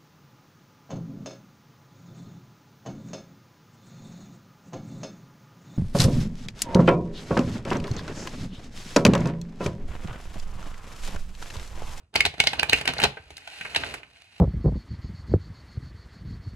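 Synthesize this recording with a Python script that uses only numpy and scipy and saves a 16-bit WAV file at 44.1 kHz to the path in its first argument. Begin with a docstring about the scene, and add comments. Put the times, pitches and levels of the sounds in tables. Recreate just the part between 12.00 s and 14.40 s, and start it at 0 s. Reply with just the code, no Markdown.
"""A deck of cards shuffled by hand at a table in a small, quiet room, close to a stereo microphone.
Over the room's hush the hands grip the deck, card faces slide and the hands thud softly.
Packets then slap onto the deck in a quick flurry, stiff edges flick and ring, and the table rings along.
Last, the deck is squared with a longer slide and a few faint clicks."""
import sys
import numpy as np
from scipy import signal
from scipy.fft import rfft, irfft
from scipy.io import wavfile
from scipy.ndimage import uniform_filter1d

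SR = 44100
rng = np.random.default_rng(int(sys.argv[2]) if len(sys.argv) > 2 else 0)


def dump(signal):
    """Clip the signal to [-1, 1] and save it as 16-bit WAV at the path in sys.argv[1]."""
    limited = np.clip(np.atleast_2d(signal).T, -1, 1)
    pcm = np.round(limited * 32767).astype(np.int16)
    wavfile.write(sys.argv[1], SR, pcm)


N = 105840
T = np.arange(N) / SR
FFT_SIZE = 2 ** 18
HZ = np.maximum(np.arange(FFT_SIZE // 2 + 1) * SR / FFT_SIZE, 1)
SIDES = np.array([[1], [-1]])  # left, right


def from_db(db):
    """Decibels to gain."""
    return 10 ** (np.asarray(db) / 20)


def at_hz(points, hz, column=1):
    """One column of a table, read on a log-frequency axis."""
    rows = np.array(points, float)
    return np.interp(np.log(hz), np.log(rows[:, 0]), rows[:, column])


def unit_rms(x):
    """Scale to rms 1."""
    return x / np.sqrt(np.mean(np.abs(x) ** 2) + 1e-20)


def minimum_phase(gain):
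    """Causal response with the given magnitude."""
    cepstrum = irfft(np.log(gain + 1e-9))
    half = len(cepstrum) // 2
    cepstrum[1:half] *= 2
    cepstrum[half + 1:] = 0
    return np.exp(rfft(cepstrum))


def add(out, start_s, sound):
    """Mix a sound in at start_s."""
    i = max(int(start_s * SR), 0)
    out[..., i:i + sound.shape[-1]] += sound[..., :max(N - i, 0)]


def coloured(noise, colour):
    """Give white noise a spectrum at unchanged power."""
    return irfft(rfft(noise, FFT_SIZE) * unit_rms(from_db(at_hz(colour, HZ))))[..., :N]


def dulled(x, top_hz):
    """A gentle low-pass."""
    return signal.sosfilt(signal.butter(2, top_hz, fs=SR, output="sos"), x)


def rise_and_fall(t, rise_s, t60_s):
    """An envelope that builds, then loses 60 dB every t60_s."""
    return (1 - np.exp(-t / rise_s)) * np.exp(-np.log(1000) * t / t60_s)


# Spectrum of the quiet room: frequency_hz, density_db
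HUSH_COLOUR = [(15, -35), (30, -8), (55, 4.5), (85, 2.5), (150, -6.5), (400, -18), (1000, -32.5),
               (2500, -37), (5000, -35), (10000, -37), (13000, -56)]

def hush():
    """Room tone: a steady, very faint, low noise."""
    return from_db(-68) * coloured(rng.standard_normal((2, N)), HUSH_COLOUR)


# Rustle of the hands, close up: time_s, level_db
GRIP_LEVELS = [(0, -60.5), (.05, -75), (.125, -84), (.16, -36), (.24, -45), (.31, -66), (.43, -58),
               (.53, -46.5), (.60, -40), (.68, -46.5), (.83, -47), (.96, -47), (1.07, -43), (1.16, -60.5),
               (1.42, -65.5), (1.59, -65), (1.63, -57), (1.71, -51), (1.80, -41), (1.95, -47.5),
               (2.06, -62), (2.3, -88), (2.4, -59)]
# Spectrum of that rustle: frequency_hz, density_db
GRIP_SPECTRUM = [(20, -24), (45, -2), (80, 0.5), (150, -2), (260, -8), (430, -3.5), (800, -8), (1300, -7.5),
                 (2500, -21.5), (8000, -43)]

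def grip():
    """Fingers and palms shift on the deck: a dull rustle."""
    level_db = np.interp(T, *np.transpose(GRIP_LEVELS))
    return coloured(rng.standard_normal((2, N)), GRIP_SPECTRUM) * from_db(level_db)


# Hiss of card sliding over card: time_s, level_db
SLIDE_LEVELS = [(0, -71.5), (.125, -94), (.16, -26.5), (.26, -65), (.30, -60), (.37, -54), (.43, -40),
                (.51, -43), (.67, -50.5), (.78, -32), (.84, -51), (.95, -45.5), (1.03, -39), (1.11, -59),
                (1.25, -59.5), (1.42, -54), (1.54, -44), (1.71, -45.5), (1.80, -39), (1.90, -42),
                (1.97, -47.5), (2.03, -63.5), (2.13, -61), (2.21, -56), (2.29, -61.5), (2.4, -50)]
# Spectrum of that hiss: frequency_hz, density_db
SLIDE_SPECTRUM = [(100, -32), (450, -12.5), (800, -2), (1150, -13.5), (1600, -4.5), (2700, 4), (3300, -5),
                  (4100, -1), (5200, -11), (9500, -18), (11200, -14), (12500, -31), (16000, -26)]

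def sliding(catches_per_s=700, catch_share=.55, catch_spread_db=4, slip_s=.0071, slip_db=1.5):
    """Card faces rub, catching and slipping: an uneven hiss with tiny ticks."""
    sizes = from_db(catch_spread_db * np.minimum(rng.exponential(1, N), 4))
    catches = unit_rms(rng.standard_normal((2, N)) * sizes * (rng.random(N) < catches_per_s / SR))
    rub = catch_share * catches + np.sqrt(1 - catch_share ** 2) * rng.standard_normal((2, N))
    waver_db = slip_db * unit_rms(uniform_filter1d(rng.standard_normal(N), int(slip_s * SR)))
    level_db = np.interp(T, *np.transpose(SLIDE_LEVELS))
    return coloured(rub, SLIDE_SPECTRUM) * from_db(level_db + waver_db)


# Soft thuds of the hands near the microphone: start_s, pitch_hz, level_db
HAND_THUDS = [(.03, 85, -44.5), (.165, 84, -45), (0.267, 80, -23.5), (0.403, 85.5, -54), (0.607, 69.6, -30),
              (.645, 61.6, -43), (0.736, 58, -24), (0.88, 65, -31), (1.052, 61, -22), (1.196, 79.5, -37.5),
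              (1.259, 65, -40.5), (1.316, 67.7, -36), (1.767, 75, -33.5)]

def thuds():
    """The hands take the weight of a packet: a low, damped swing."""
    out, t = np.zeros((2, N)), T[:SR // 2]
    envelope = 2 * rise_and_fall(t, rise_s=.011, t60_s=.069)
    for start_s, pitch_hz, level_db in HAND_THUDS:
        add(out[0], start_s, from_db(level_db) * np.sin(2 * np.pi * pitch_hz * t) * envelope)
    return out


# Packets landing on the deck: start_s, decay_s, body_db, low_mid_db, edge_db, presence_db, treble_db
PACKET_SLAPS = [(0.141, 0.0013, -34, -33, -46, -40, -37), (0.1556, 0.0033, -22, -16, -12, -28, -13.5),
                (0.161, 0.00099, -21, -19.5, -25, -10.5, -26), (0.2061, 0.0024, -19, -30, -12, -18.5, -12),
                (0.2522, 0.0029, -20, -17.5, -19, -15.5, -15),
                (0.2606, 0.0058, -25.5, -20.5, -19.5, -20, -20), (0.339, 0.0047, -27.5, -33, -41, -42, -45),
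                (0.381, 0.0018, -28.5, -39, -43, -40, -43), (0.4017, 0.0028, -18, -15, -14, -11, -10),
                (0.438, 0.003, -38, -20, -31.5, -24, -23), (0.471, 0.0028, -19.5, -18, -18.5, -10.5, -14.5),
                (0.532, 0.005, -23, -18, -24.5, -30, -27), (0.5958, 0.0014, -22.5, -20.5, -22, -13.5, -19),
                (0.631, 0.0018, -24.5, -20.5, -14.5, -24, -15), (0.6953, 0.002, -23, -56, -30, -22, -56),
                (0.696, 0.0014, -28.5, -21, -25.5, -16, -16.5),
                (0.7311, 0.0015, -12, -15.5, -6, -15.5, -8.5), (0.811, 0.0049, -25, -25.5, -27, -32, -25.5),
                (0.8548, 0.0035, -23, -29, -23, -34, -25.5), (0.876, 0.0033, -18, -22.5, -12, -17.5, -16),
                (0.886, 0.013, -12.5, -17, -20.5, -24.5, -27), (0.9356, 0.003, -25, -27.5, -31, -32, -25),
                (0.967, 0.0086, -36, -30, -28, -54, -60), (0.982, 0.0054, -23, -48, -49, -22, -34),
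                (0.989, 0.0028, -22, -22.5, -25, -66, -46), (1.0001, 0.0036, -33, -19, -18.5, -33, -19.5),
                (1.017, 0.0053, -20.5, -23, -21.5, -27, -26), (1.028, 0.0046, -15.5, -22, -24, -21, -23.5),
                (1.0363, 0.0056, -17.5, -7.5, -9.5, -15.5, -11.5), (1.041, 0.0026, -10, -14, -17, -16, -15),
                (1.051, 0.007, -23.5, -12.5, -20, -23, -31), (1.17, 0.012, -39, -26.5, -33.5, -51.5, -53),
                (1.304, 0.0068, -37.5, -36.5, -41, -46, -37), (1.369, 0.0022, -71, -50, -50, -30, -32),
                (1.379, 0.0026, -61, -40, -39.5, -52, -34), (1.42, 0.0047, -46, -57, -44, -74, -65),
                (1.475, 0.003, -67, -31, -32.5, -41, -34), (1.6104, 0.0068, -31.5, -39, -24, -41, -34.5),
                (1.65, 0.012, -33.5, -27.5, -22.5, -53, -36), (1.7483, 0.0013, -50, -28, -20.5, -32.5, -25),
                (1.7612, 0.0012, -37.5, -22.5, -19, -17.5, -19), (1.7648, 0.0036, -27, -20, -29, -27, -20),
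                (1.836, 0.0016, -37, -27.5, -22.5, -32, -50), (1.94, 0.006, -33.5, -24.5, -27, -39, -23),
                (2.0317, 0.0036, -67, -44, -35, -56.5, -49), (2.16, 0.0025, -71, -57, -47, -60, -60)]
# Centres of those five bands, body to treble: frequency_hz
BAND_CENTRES_HZ = [220, 720, 2200, 4300, 8500]
# Spectrum of card striking card: frequency_hz, density_db
DECK_COLOUR = [(40, -14), (70, -12), (160, -4.5), (300, -14.5), (430, -8), (620, -8.5), (820, -5),
               (1150, -16.5), (1600, -8.5), (2300, -4), (2900, -2.5), (3300, -7.5), (4100, -2.5),
               (5200, -13.5), (7500, -21), (10000, -23), (13000, -26), (16000, -38.5)]

def slaps(contacts_per_s=3500, attack_s=.0006, first_contact=.19, brush_s=.004, brush_db=-16.5):
    """Each packet brushes in, lands with one sharp contact, and the cards behind it flutter to rest."""
    size, lead = 4096, 512  # samples in a slap, and of those, before it lands
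    out, t = np.zeros((2, N)), T[:size] - lead / SR
    since_landing = np.maximum(t, 0)
    hz = np.maximum(np.arange(size // 2 + 1) * SR / size, 1)
    deck = unit_rms(from_db(at_hz(DECK_COLOUR, hz))) * from_db(-2.42) * np.sqrt(SR / 100)
    for start_s, decay_s, *band_db in PACKET_SLAPS:
        contacts = rng.standard_normal((2, size))
        contacts *= np.where(rng.random((2, size)) < contacts_per_s / SR, 1, .25)
        brush = dulled(contacts, top_hz=3070) * from_db(brush_db) * np.exp(-np.abs(t) / brush_s)
        flutter = contacts * (1 - np.exp(-since_landing / attack_s)) * np.exp(-since_landing / decay_s)
        slap = brush + flutter
        slap /= np.sqrt(np.sum(slap ** 2, axis=1, keepdims=True))
        slap[0, lead + int(attack_s * SR)] += first_contact
        # Gentle slaps, with treble_db under -31, lack the very top.
        top_db = np.interp(hz, [11000, 13000], [0, .24 * min(band_db[-1] + 31, 0)])
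        tone_db = np.interp(np.log(hz), np.log(BAND_CENTRES_HZ), band_db)
        response = minimum_phase(deck * from_db(tone_db + top_db))
        add(out, start_s - lead / SR, irfft(rfft(slap) * response))
    return out


# Stiff card edges flicking free: start_s, pitch_hz, level_db, t60_s
EDGE_FLICKS = [(.2048, 2190, 2, 0.025), (.4012, 2210, -0.5, 0.03), (.4712, 2130, -7, 0.037),
               (.6312, 2480, -20, 0.038), (.7322, 2457, -7, 0.043), (0.7394, 2770, -4, 0.028),
               (1.7614, 2698, -11, 0.039)]

def flicks(overtone_ratio=1.85, overtone_db=-24.5, rise_s=.0019):
    """A released card edge rings briefly at one pitch, with a weak overtone."""
    out, t = np.zeros((2, N)), T[:SR // 5]
    for start_s, pitch_hz, level_db, t60_s in EDGE_FLICKS:
        phase = 2 * np.pi * pitch_hz * t
        ring = np.sin(phase) + from_db(overtone_db) * np.sin(overtone_ratio * phase)
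        add(out[0], start_s, from_db(level_db) * ring * rise_and_fall(t, rise_s, t60_s))
    return out


# Resonances of the table and what stands near it: pitch_hz, over_direct_db, t60_s
TABLE_RESONANCES = [(424.9, -7, 0.11), (833, -5, 0.096), (899, -7, 0.061), (1180, 0, .1),
                    (1414, -3.5, 0.041), (1557, 3.5, 0.048), (1730, -32, 0.22), (2410, -11, 0.17),
                    (2540, -9, 0.083), (2985, -5.5, 0.036)]

def table(cards):
    """The table rings along with the cards at its resonances."""
    out = cards.copy()
    for pitch_hz, over_direct_db, t60_s in TABLE_RESONANCES:
        radius = from_db(-60 / (t60_s * SR))
        poles = [1, -2 * radius * np.cos(2 * np.pi * pitch_hz / SR), radius ** 2]
        out += from_db(over_direct_db) * (1 - radius ** 2) / 2 * signal.lfilter([1, 0, -1], poles, cards)
    return out


# The microphone's two ports: frequency_hz, likeness (0-1), right_minus_left_db
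MIC_PORTS = [(100, 1, 1), (450, 0.92, 3.5), (1042, 0.63, 1), (2360, 0.1, 2), (3730, 1, 0),
             (5130, 0.68, -0.5), (6700, 1, 1), (13000, 0.93, -0.5)]
# How far the right port leads the left: frequency_hz, lead_rad
MIC_PHASE = [(100, 0), (500, .15), (1000, .9), (2400, .6), (3400, 2), (5400, 2), (7000, .5), (10000, 1.5),
             (13000, 2.8), (16000, 3.4)]

def microphone(pair):
    """Row 0 reaches both ports alike, row 1 with opposite signs; together they make left and right."""
    mid, side = rfft(pair, FFT_SIZE)
    likeness = np.clip(at_hz(MIC_PORTS, HZ), 0, .995)
    ports = np.sqrt((1 + likeness) / 2) * mid + SIDES * np.sqrt((1 - likeness) / 2) * side
    phase_shift = np.exp(-.5j * SIDES * at_hz(MIC_PHASE, HZ))
    balance = from_db(-.5 * SIDES * at_hz(MIC_PORTS, HZ, column=2))
    return irfft(ports * phase_shift * balance)[:, :N]


# Echoes off the table and near walls: left_delay_s, right_delay_s, level_db
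NEAR_ECHOES = [(.0031, 0.0028, -11), (.0086, 0.0096, -15.5), (.0162, 0.013, -18)]
# The small room's tail: frequency_hz, level_db, t60_s
ROOM_TAIL = [(81.4, -4, 0.32), (300, -8, 0.14), (900, -14, 0.29), (2500, -12, 0.29), (4950, -10.5, 0.19),
             (10000, -12.5, 0.19), (14000, -24, .15)]

def room(direct, build_s=.002):
    """The room adds a few near echoes and a diffuse tail that dies band by band."""
    t = T[:SR // 2]
    tail, echoes = np.zeros((2, 2, len(t)))
    edges_hz = np.geomspace(40, 17000, 13)
    for low, high in zip(edges_hz, edges_hz[1:]):
        hz = np.sqrt(low * high)
        envelope = rise_and_fall(t, build_s, at_hz(ROOM_TAIL, hz, column=2))
        band = signal.butter(2, [low, high], "band", fs=SR, output="sos")
        mid, side = signal.sosfilt(band, rng.standard_normal((2, len(t))) * envelope)
        likeness = 1 / (1 + (hz / 1200) ** 2)  # the tail widens toward the treble
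        pair = np.sqrt((1 + likeness) / 2) * mid + SIDES * np.sqrt((1 - likeness) / 2) * side
        tail += from_db(at_hz(ROOM_TAIL, hz)) * pair / np.sqrt(np.sum(envelope ** 2))
    for left_s, right_s, level_db in NEAR_ECHOES:
        echoes[[0, 1], [int(left_s * SR), int(right_s * SR)]] += from_db(level_db)
    return direct + signal.fftconvolve(direct, tail + dulled(echoes, top_hz=6000), axes=1)[:, :N]


def scene():
    """Cards and hands close to the microphone in the small room; thuds and hush carry no echo."""
    room_tone = hush()
    shuffle = table(slaps() + sliding()) + flicks() + grip()
    return room(microphone(shuffle)) + microphone(thuds() + room_tone)


def record(dry, low_cut_hz=41, stopband_hz=17400):
    """The recorder rounds the highest peaks and cuts the deepest bass and the very top."""
    rounded = dry / (1 + np.abs(dry) ** 6) ** (1 / 6)
    lean = signal.sosfilt(signal.butter(2, low_cut_hz, "high", fs=SR, output="sos"), rounded)
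    return signal.sosfilt(signal.cheby2(14, 80, stopband_hz, fs=SR, output="sos"), lean)


dry = scene()
out = record(dry)
dump(out)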